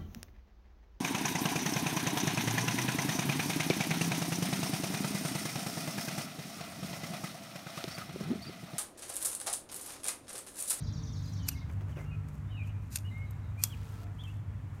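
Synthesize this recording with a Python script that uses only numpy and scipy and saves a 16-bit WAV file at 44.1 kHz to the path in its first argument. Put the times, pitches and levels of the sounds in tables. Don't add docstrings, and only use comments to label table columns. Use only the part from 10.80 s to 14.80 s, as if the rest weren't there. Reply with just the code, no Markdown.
import sys
import numpy as np
from scipy import signal
from scipy.fft import rfft, irfft
from scipy.io import wavfile

SR = 44100
rng = np.random.default_rng(int(sys.argv[2]) if len(sys.argv) > 2 else 0)


def generate_wav(signal):
    frames = np.transpose(np.atleast_2d(signal))
    scaled = np.clip(frames, -1, 1) * 32767
    pcm = np.round(scaled).astype(np.int16)
    wavfile.write(sys.argv[1], SR, pcm)


N = 176400
T = np.arange(N) / SR

# (frequency [Hz], level [dB])
RUMBLE_SPECTRUM = [(45, -3.5), (70, 0), (85, 2.5), (105, -1), (122, -0.5), (140, -4.5), (165, -12),
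                   (200, -14), (260, -18), (310, -25), (360, -31), (500, -48.5)]
# (time [s], level [dB])
RUMBLE_LEVEL = [(0, -37), (.6, -41), (1.3, -42), (2.5, -42), (4, -44)]
# (frequency [Hz], level [dB])
HUSH_SPECTRUM = [(300, 6), (500, 2), (1000, 4), (1400, 1), (2200, -3.5), (3200, -12.5), (4800, -18.5),
                 (7000, -17.5), (10500, -23), (12500, -23), (15500, -26)]
# (time [s], cycle rate [Hz])
ENGINE_RATE = [(0, 24.84), (1.4, 24.86), (1.9, 25.32), (2.5, 24.87), (3, 25.22), (4, 24.94)]
# (time [s], level [dB])
DRONE_LEVELS = [
    [(0, -38.5), (.65, -36.5), (.82, -61), (.95, -33.5), (1.05, -31), (1.15, -46.5), (1.4, -34.5),
     (1.54, -48), (1.78, -34.5), (2.04, -36), (2.12, -56), (2.2, -34.5), (2.7, -40.5), (4, -39.5)],
    [(0, -39.5), (.5, -46), (1.1, -46.5), (1.3, -39), (1.55, -45.5), (2.1, -52), (4, -51.5)],
]
# (multiple of the cycle rate, level at first [dB], level once turned away [dB])
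WEAK_TONES = [(2, -74, -59), (3, -48, -60), (5, -54, -58), (7, -51.5, -65.5), (8, -59.5, -59.5),
              (9, -64, -63.5), (10, -62, -74), (11, -66, -77.5), (12, -57, -66), (18, -63.5, -76),
              (24, -66, -75.5)]
# (start [s], length [s], pitch [Hz], level [dB])
HUMS = [(0.523, 0.33, 268.3, -55), (1.202, 0.35, 444, -68.5), (1.187, 0.38, 1345, -67.5),
        (2.924, .45, 445, -66.5), (2.93, 0.47, 1358, -66.5), (3.2, 0.14, 705, -62)]
# (start [s], length [s], first pitch [Hz], middle pitch [Hz], last pitch [Hz], level [dB])
FAR_CHIRPS = [(1.665, .11, 3350, 3800, 3600, -72), (2.29, .04, 4150, 3880, 3650, -71),
              (2.46, .035, 4050, 3820, 3600, -73), (2.63, .04, 4150, 3820, 3550, -72)]
# (start [s], length [s], first pitch [Hz], middle pitch [Hz], last pitch [Hz],
# level [dB], roughness [0-1])
WHISTLED_NOTES = [(.583, 0.12, 3300, 3000, 3055, -63, 0.33), (.69, 0.061, 3070, 2810, 2620, -60, .6),
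                  (.747, .044, 2090, 2174, 2110, -57.5, .1), (.806, 0.04, 2025, 2138, 2030, -61, .1),
                  (1.116, 0.021, 3630, 3070, 2870, -64.5, .2), (1.157, 0.04, 3025, 2585, 2140, -58, 0.54),
                  (1.187, 0.046, 2150, 2055, 2170, -58, 0.15), (1.255, 0.098, 2780, 2786, 2844, -63.5, .1),
                  (1.308, 0.053, 2560, 2480, 2490, -56, 0.31), (1.697, 0.092, 3060, 2920, 2670, -60, .5),
                  (1.769, .075, 2684, 2468, 2410, -50.5, 0.52), (1.837, 0.018, 3400, 2980, 2820, -64, 0.4),
                  (1.866, 0.044, 2266, 2704, 2840, -57.5, 0.9), (2.243, .053, 2790, 2937, 2870, -57, 0.15),
                  (2.305, 0.162, 2038, 2152, 2163, -53, .05), (2.772, 0.053, 2300, 2460, 2410, -54.5, 0.22),
                  (2.82, .054, 3190, 3350, 3200, -55.5, 0.24), (2.895, 0.056, 3274, 3195, 2140, -55, 0.3),
                  (3.382, 0.049, 2880, 3400, 3340, -54.5, 0.55),
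                  (3.431, .031, 3120, 3184, 3060, -54.5, 0.58), (3.464, .036, 2720, 2620, 2720, -57.5, .3),
                  (3.493, .026, 2890, 2940, 2950, -63, 1)]
# (delay [s], length [s], first pitch [Hz],
# middle pitch [Hz], last pitch [Hz], relative level [dB])
TRILL_SYLLABLE = [(.002, 0.008, 5570, 6480, 6950, 0), (0.01, .016, 6720, 5260, 4740, 4.5),
                  (.027, .042, 4800, 3850, 3100, -2)]
# (time [s], gain [dB])
TRILL_GAIN = [(0, -60.5), (.3, -60), (.58, -61), (.76, -63.5), (.85, -62), (1.0, -64)]
# (peak time [s], level [dB], rise [s], fall [s])
RUSTLES = [(.50, -66, 0.19, 0.1), (.925, -70, 0.034, .03), (1.11, -66, 0.015, 0.016),
           (1.21, -65.5, 0.052, 0.05), (1.49, -66.5, 0.012, .015), (1.55, -69, 0.038, .04),
           (1.88, -64, 0.034, 0.012), (2.04, -72, 0.036, 0.048), (2.31, -71, 0.14, 0.1),
           (3.10, -66, 0.025, 0.052), (3.49, -66.5, 0.12, 0.064), (3.95, -70, 0.013, .05)]
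# (frequency [Hz], level [dB])
LEAF_SPECTRUM = [(1500, 6), (4000, 2), (7000, 10), (10000, 5), (13000, 6), (16000, -3.5)]
# (start [s], end [s], level [dB])
GAS_FLOWS = [(2.856, 3.248, -63.5)]
# (frequency [Hz], level [dB])
GAS_SPECTRUM = [(1000, 3), (3000, 2.5), (6500, -1), (10000, -5), (13000, -5), (16000, -7)]
# (peak time [s], level [dB], rise [s], fall [s])
PUFFS = [(.899, -48.5, .005, .016), (.925, -52, .003, .007), (1.015, -55, .012, .035),
         (1.097, -53, .022, .025), (1.179, -45.5, .012, .028), (1.245, -58, .02, .025),
         (3.27, -64, .1, .036)]
# (frequency [Hz], level [dB])
FLAME_SPECTRUM = [(150, -9.5), (380, 1.5), (470, -2.5), (590, -0.5), (760, -8.5), (1500, -7.5),
                  (2600, -13.5), (4000, -28.5), (6000, -24.5), (10000, -37), (16000, -32.5)]
# (start [s], end [s], first level [dB], last level [dB])
WHEEL_SPINS = [(0.678, 0.6847, -46.5, -31.5), (2.124, 2.147, -47, -52), (2.151, 2.1567, -45, -38),
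               (2.786, 2.837, -64.5, -48), (2.836, 2.8355, -44.5, -28)]
# (time [s], level [dB],
# time to fade by 60 dB [s], treble gain [dB], gain of the band that the grip damps [dB])
SNAPS = [(0.6862, -20.5, 0.021, 4, -5), (0.689, -30, 0.034, -15, -5), (0.714, -52, 0.12, -12, 6),
         (2.1575, -23, 0.025, -4, 5.5), (2.166, -36, 0.035, -12, -10), (2.1717, -29.5, .01, -2, -10),
         (2.1857, -34, 0.012, -6, -16), (2.8373, -12.5, 0.0066, 7, 1.5), (2.8400, -22.5, 0.016, -2, 0.5),
         (2.8455, -31.5, .022, -3, -1.5), (2.849, -35, 0.033, -8, -7.5), (2.8547, -39.5, 0.014, 3, -3),
         (2.508, -56, .025, 9.5, 0), (2.3810, -64.5, 0.026, 8, 0)]
# (frequency [Hz], width [Hz], gain [dB])
CASE_RESONANCES = [(768, 770, -15), (1490, 530, -10), (2610, 320, -6.5), (3340, 260, -8.5),
                   (4510, 1100, -5.5), (6100, 720, -2), (7140, 450, -0.5), (8180, 530, -1.5),
                   (9360, 1100, -4.5), (11030, 310, -1.5), (12040, 620, -0.5), (13760, 840, -7.5)]


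def from_db(db):
    return 10 ** (np.asarray(db) / 20)


def unit_power(x):
    return x / np.sqrt(np.mean(x ** 2) + 1e-20)


def curve(points):
    return np.interp(T, *np.transpose(points))


def drift(rate_hz):
    step = 40
    pole = np.exp(-2 * np.pi * rate_hz * step / SR)
    noise = rng.standard_normal(N // step + 2002)
    slow = signal.lfilter([1], [1, -2 * pole, pole * pole], noise)[2000:]
    return np.interp(np.arange(N) / step, np.arange(len(slow)), unit_power(slow))


def grit(grain_db):
    return unit_power(rng.standard_normal(N) * from_db(grain_db * drift(400)))


def colour(noise, spectrum):
    hz, db = np.transpose(spectrum)
    freqs = np.arange(N // 2 + 1) * SR / N + 1e-3
    gain = from_db(np.interp(np.log(freqs), np.log(hz), db))
    roll_off = np.sqrt((1 + (freqs / hz[-1] / 1.2) ** 8) * (1 + (hz[0] / freqs / 1.3) ** 6))
    return unit_power(irfft(rfft(noise) * gain / roll_off, N))


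def echoes(x, fade_s, build_s):
    tail = rng.standard_normal(N) * from_db(-60 * T / fade_s) * (1 - np.exp(-T / build_s))
    return signal.fftconvolve(x, tail / np.linalg.norm(tail))[:N]


def swells(rows):
    power = sum((from_db(db) * np.exp(np.minimum((T - peak) / rise, (peak - T) / fall))) ** 2
                for peak, db, rise, fall in rows)
    return np.sqrt(power + 1e-18)


def adjust_treble(x, gain_db):
    treble = signal.lfilter(*signal.butter(1, 9220, "high", fs=SR), x + 1e-18)
    return x + (from_db(gain_db) - 1) * treble


def outdoors():
    rumble = from_db(curve(RUMBLE_LEVEL)) * colour(rng.standard_normal(N), RUMBLE_SPECTRUM)
    hush = from_db(-59.5 + .5 * drift(1.4)) * colour(rng.standard_normal(N), HUSH_SPECTRUM)
    return rumble + hush


def engine(waver_db=3):
    phase = 2 * np.pi * np.cumsum(curve(ENGINE_RATE)) / SR
    drone = sum(from_db(curve(levels)) * np.sin(multiple * phase + rng.uniform(0, 2 * np.pi))
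                for multiple, levels in zip((4, 6), DRONE_LEVELS))
    for multiple, early_db, late_db in WEAK_TONES:
        turn_s = (.28, .68) if multiple >= 12 else (1.1, 1.66)
        level = from_db(np.interp(T, turn_s, [early_db, late_db]) + waver_db * drift(5.9))
        drone += level * np.sin(multiple * phase + rng.uniform(0, 2 * np.pi) + .25 * drift(3))
    return drone


def far_hums(waver=.03):
    hums = np.zeros(N)
    for start, length, hz, db in HUMS:
        progress = np.clip((T - start) / length, 0, 1)
        arch = np.sqrt(2 * np.abs(np.sin(np.pi * progress)))
        pitch = hz * (1 + waver * drift(38))
        hums += from_db(db) * arch * np.sin(2 * np.pi * np.cumsum(pitch) / SR)
    return hums


def bird_notes(notes, fade_db, edge_s=.0055, pitch_shake=.045, flutter_db=5):
    song, waver, flutter = np.zeros(N), drift(200), drift(120)
    for start, length, first, middle, last, db, roughness in notes:
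        on = (T >= start) & (T < start + length)
        age = T[on] - start
        u = age / length
        glide = first * (1 - u) * (1 - 2 * u) + middle * 4 * u * (1 - u) + last * u * (2 * u - 1)
        pitch = glide * (1 + pitch_shake * roughness * waver[on])
        edges = np.clip(np.minimum(age, length - age) / edge_s, 0, 1)
        arch = np.sin(np.pi * np.clip(u, 0, 1)) ** .35
        tremble = unit_power(from_db(flutter_db * roughness * flutter[on]))
        level = from_db(db - fade_db * (u - .5)) * tremble * edges * arch
        song[on] += np.sqrt(2) * level * np.sin(2 * np.pi * np.cumsum(pitch) / SR)
    return song


def distant_bird(roughness=.3):
    song = bird_notes([(*chirp, roughness) for chirp in FAR_CHIRPS], fade_db=1)
    return .7 * song + echoes(song, fade_s=.35, build_s=.004)


def whistling_birds():
    song = bird_notes(WHISTLED_NOTES, fade_db=-4)
    foliage = from_db(-8) * echoes(song, fade_s=.052, build_s=.0046)
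    trees = from_db(-11) * echoes(song, fade_s=.9, build_s=.0057)
    return song + foliage + trees


def trilling_bird(period_s=.0995, roughness=.6, hedge_delay_s=.034):
    notes = [(.022 + k * period_s + delay, *shape, roughness)
             for k in range(10) for delay, *shape in TRILL_SYLLABLE]
    song = bird_notes(notes, fade_db=6.5, edge_s=.00093)
    hedge = np.interp(T - hedge_delay_s, T, echoes(song, fade_s=.16, build_s=.0022))
    near = song + echoes(song, fade_s=.04, build_s=.0012)
    trees = echoes(song, fade_s=.45, build_s=.0073)
    trill = from_db(-4) * near + from_db(1) * (hedge + trees)
    skip = int(2 * period_s * SR)
    return np.pad(trill[skip:], (0, skip)) * from_db(curve(TRILL_GAIN))


def leaves(ticks_per_s=45, tick_s=.0012):
    ticks = (rng.random(N) < ticks_per_s / SR) * from_db(3 * np.minimum(rng.exponential(1, N), 3))
    fading_ticks = signal.lfilter([1], [1, -np.exp(-1 / (tick_s * SR))], ticks + 1e-18)
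    crackle = from_db(-3) * unit_power(fading_ticks * rng.standard_normal(N))
    return swells(RUSTLES) * colour(grit(grain_db=.5) + crackle, LEAF_SPECTRUM)


def gas(valve_s=.006):
    flow = sum(from_db(db) * np.clip(np.minimum(T - start, end - T) / valve_s, 0, 1)
               for start, end, db in GAS_FLOWS)
    return flow * colour(grit(grain_db=3), GAS_SPECTRUM)


def flame():
    return swells(PUFFS) * colour(grit(grain_db=5.5), FLAME_SPECTRUM)


def wheel_rasp(rise_s=.06, release_s=.00205):
    level = np.zeros(N)
    for start, end, first_db, last_db in WHEEL_SPINS:
        fade = np.clip(np.maximum((start - T) / rise_s, (T - end) / release_s), 0, 2)
        level += from_db(np.interp(T, [start, end], [first_db, last_db]) - 60 * fade)
    return adjust_treble(level * grit(grain_db=2.5), gain_db=-3.5)


def snaps(rise_s=.00022, grip_band_hz=(7400, 10800)):
    grip_filter = signal.butter(1, grip_band_hz, "band", fs=SR)
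    force = np.zeros(N)
    for start, db, fade_s, treble_db, grip_db in SNAPS:
        age = np.clip(T - start, 0, 5 * fade_s)
        level = np.minimum(age / rise_s, 1) * from_db(db - 60 * age / fade_s)
        burst = level * rng.choice([-1, 1], N)
        grip_band = signal.lfilter(*grip_filter, burst + 1e-18)
        force += adjust_treble(burst + (from_db(grip_db) - 1) * grip_band, treble_db)
    return force


def lighter():
    force = wheel_rasp() + snaps()
    ring = np.zeros(N)
    for k, (hz, width, db) in enumerate(CASE_RESONANCES):
        pole = np.exp(-np.pi * width / SR)
        feedback = [1, -2 * pole * np.cos(2 * np.pi * hz / SR), pole * pole]
        gain = (-1) ** k * from_db(db) * (1 - pole * pole)
        ring += gain * signal.lfilter([1, 0, -1], feedback, force)
    return ring + from_db(-21) * echoes(ring, fade_s=.22, build_s=.0089)


def scene():
    background = outdoors() + engine() + far_hums()
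    birds = distant_bird() + whistling_birds() + trilling_bird()
    return (background + birds + leaves() + gas() + flame() + lighter())[None]


def record(dry, bass_cut_hz=45, top_cut_hz=16100):
    x = signal.sosfilt(signal.butter(6, bass_cut_hz, "high", fs=SR, output="sos"), dry)
    return signal.sosfilt(signal.ellip(10, .1, 80, top_cut_hz, fs=SR, output="sos"), x)


dry = scene()
out = record(dry)
generate_wav(out)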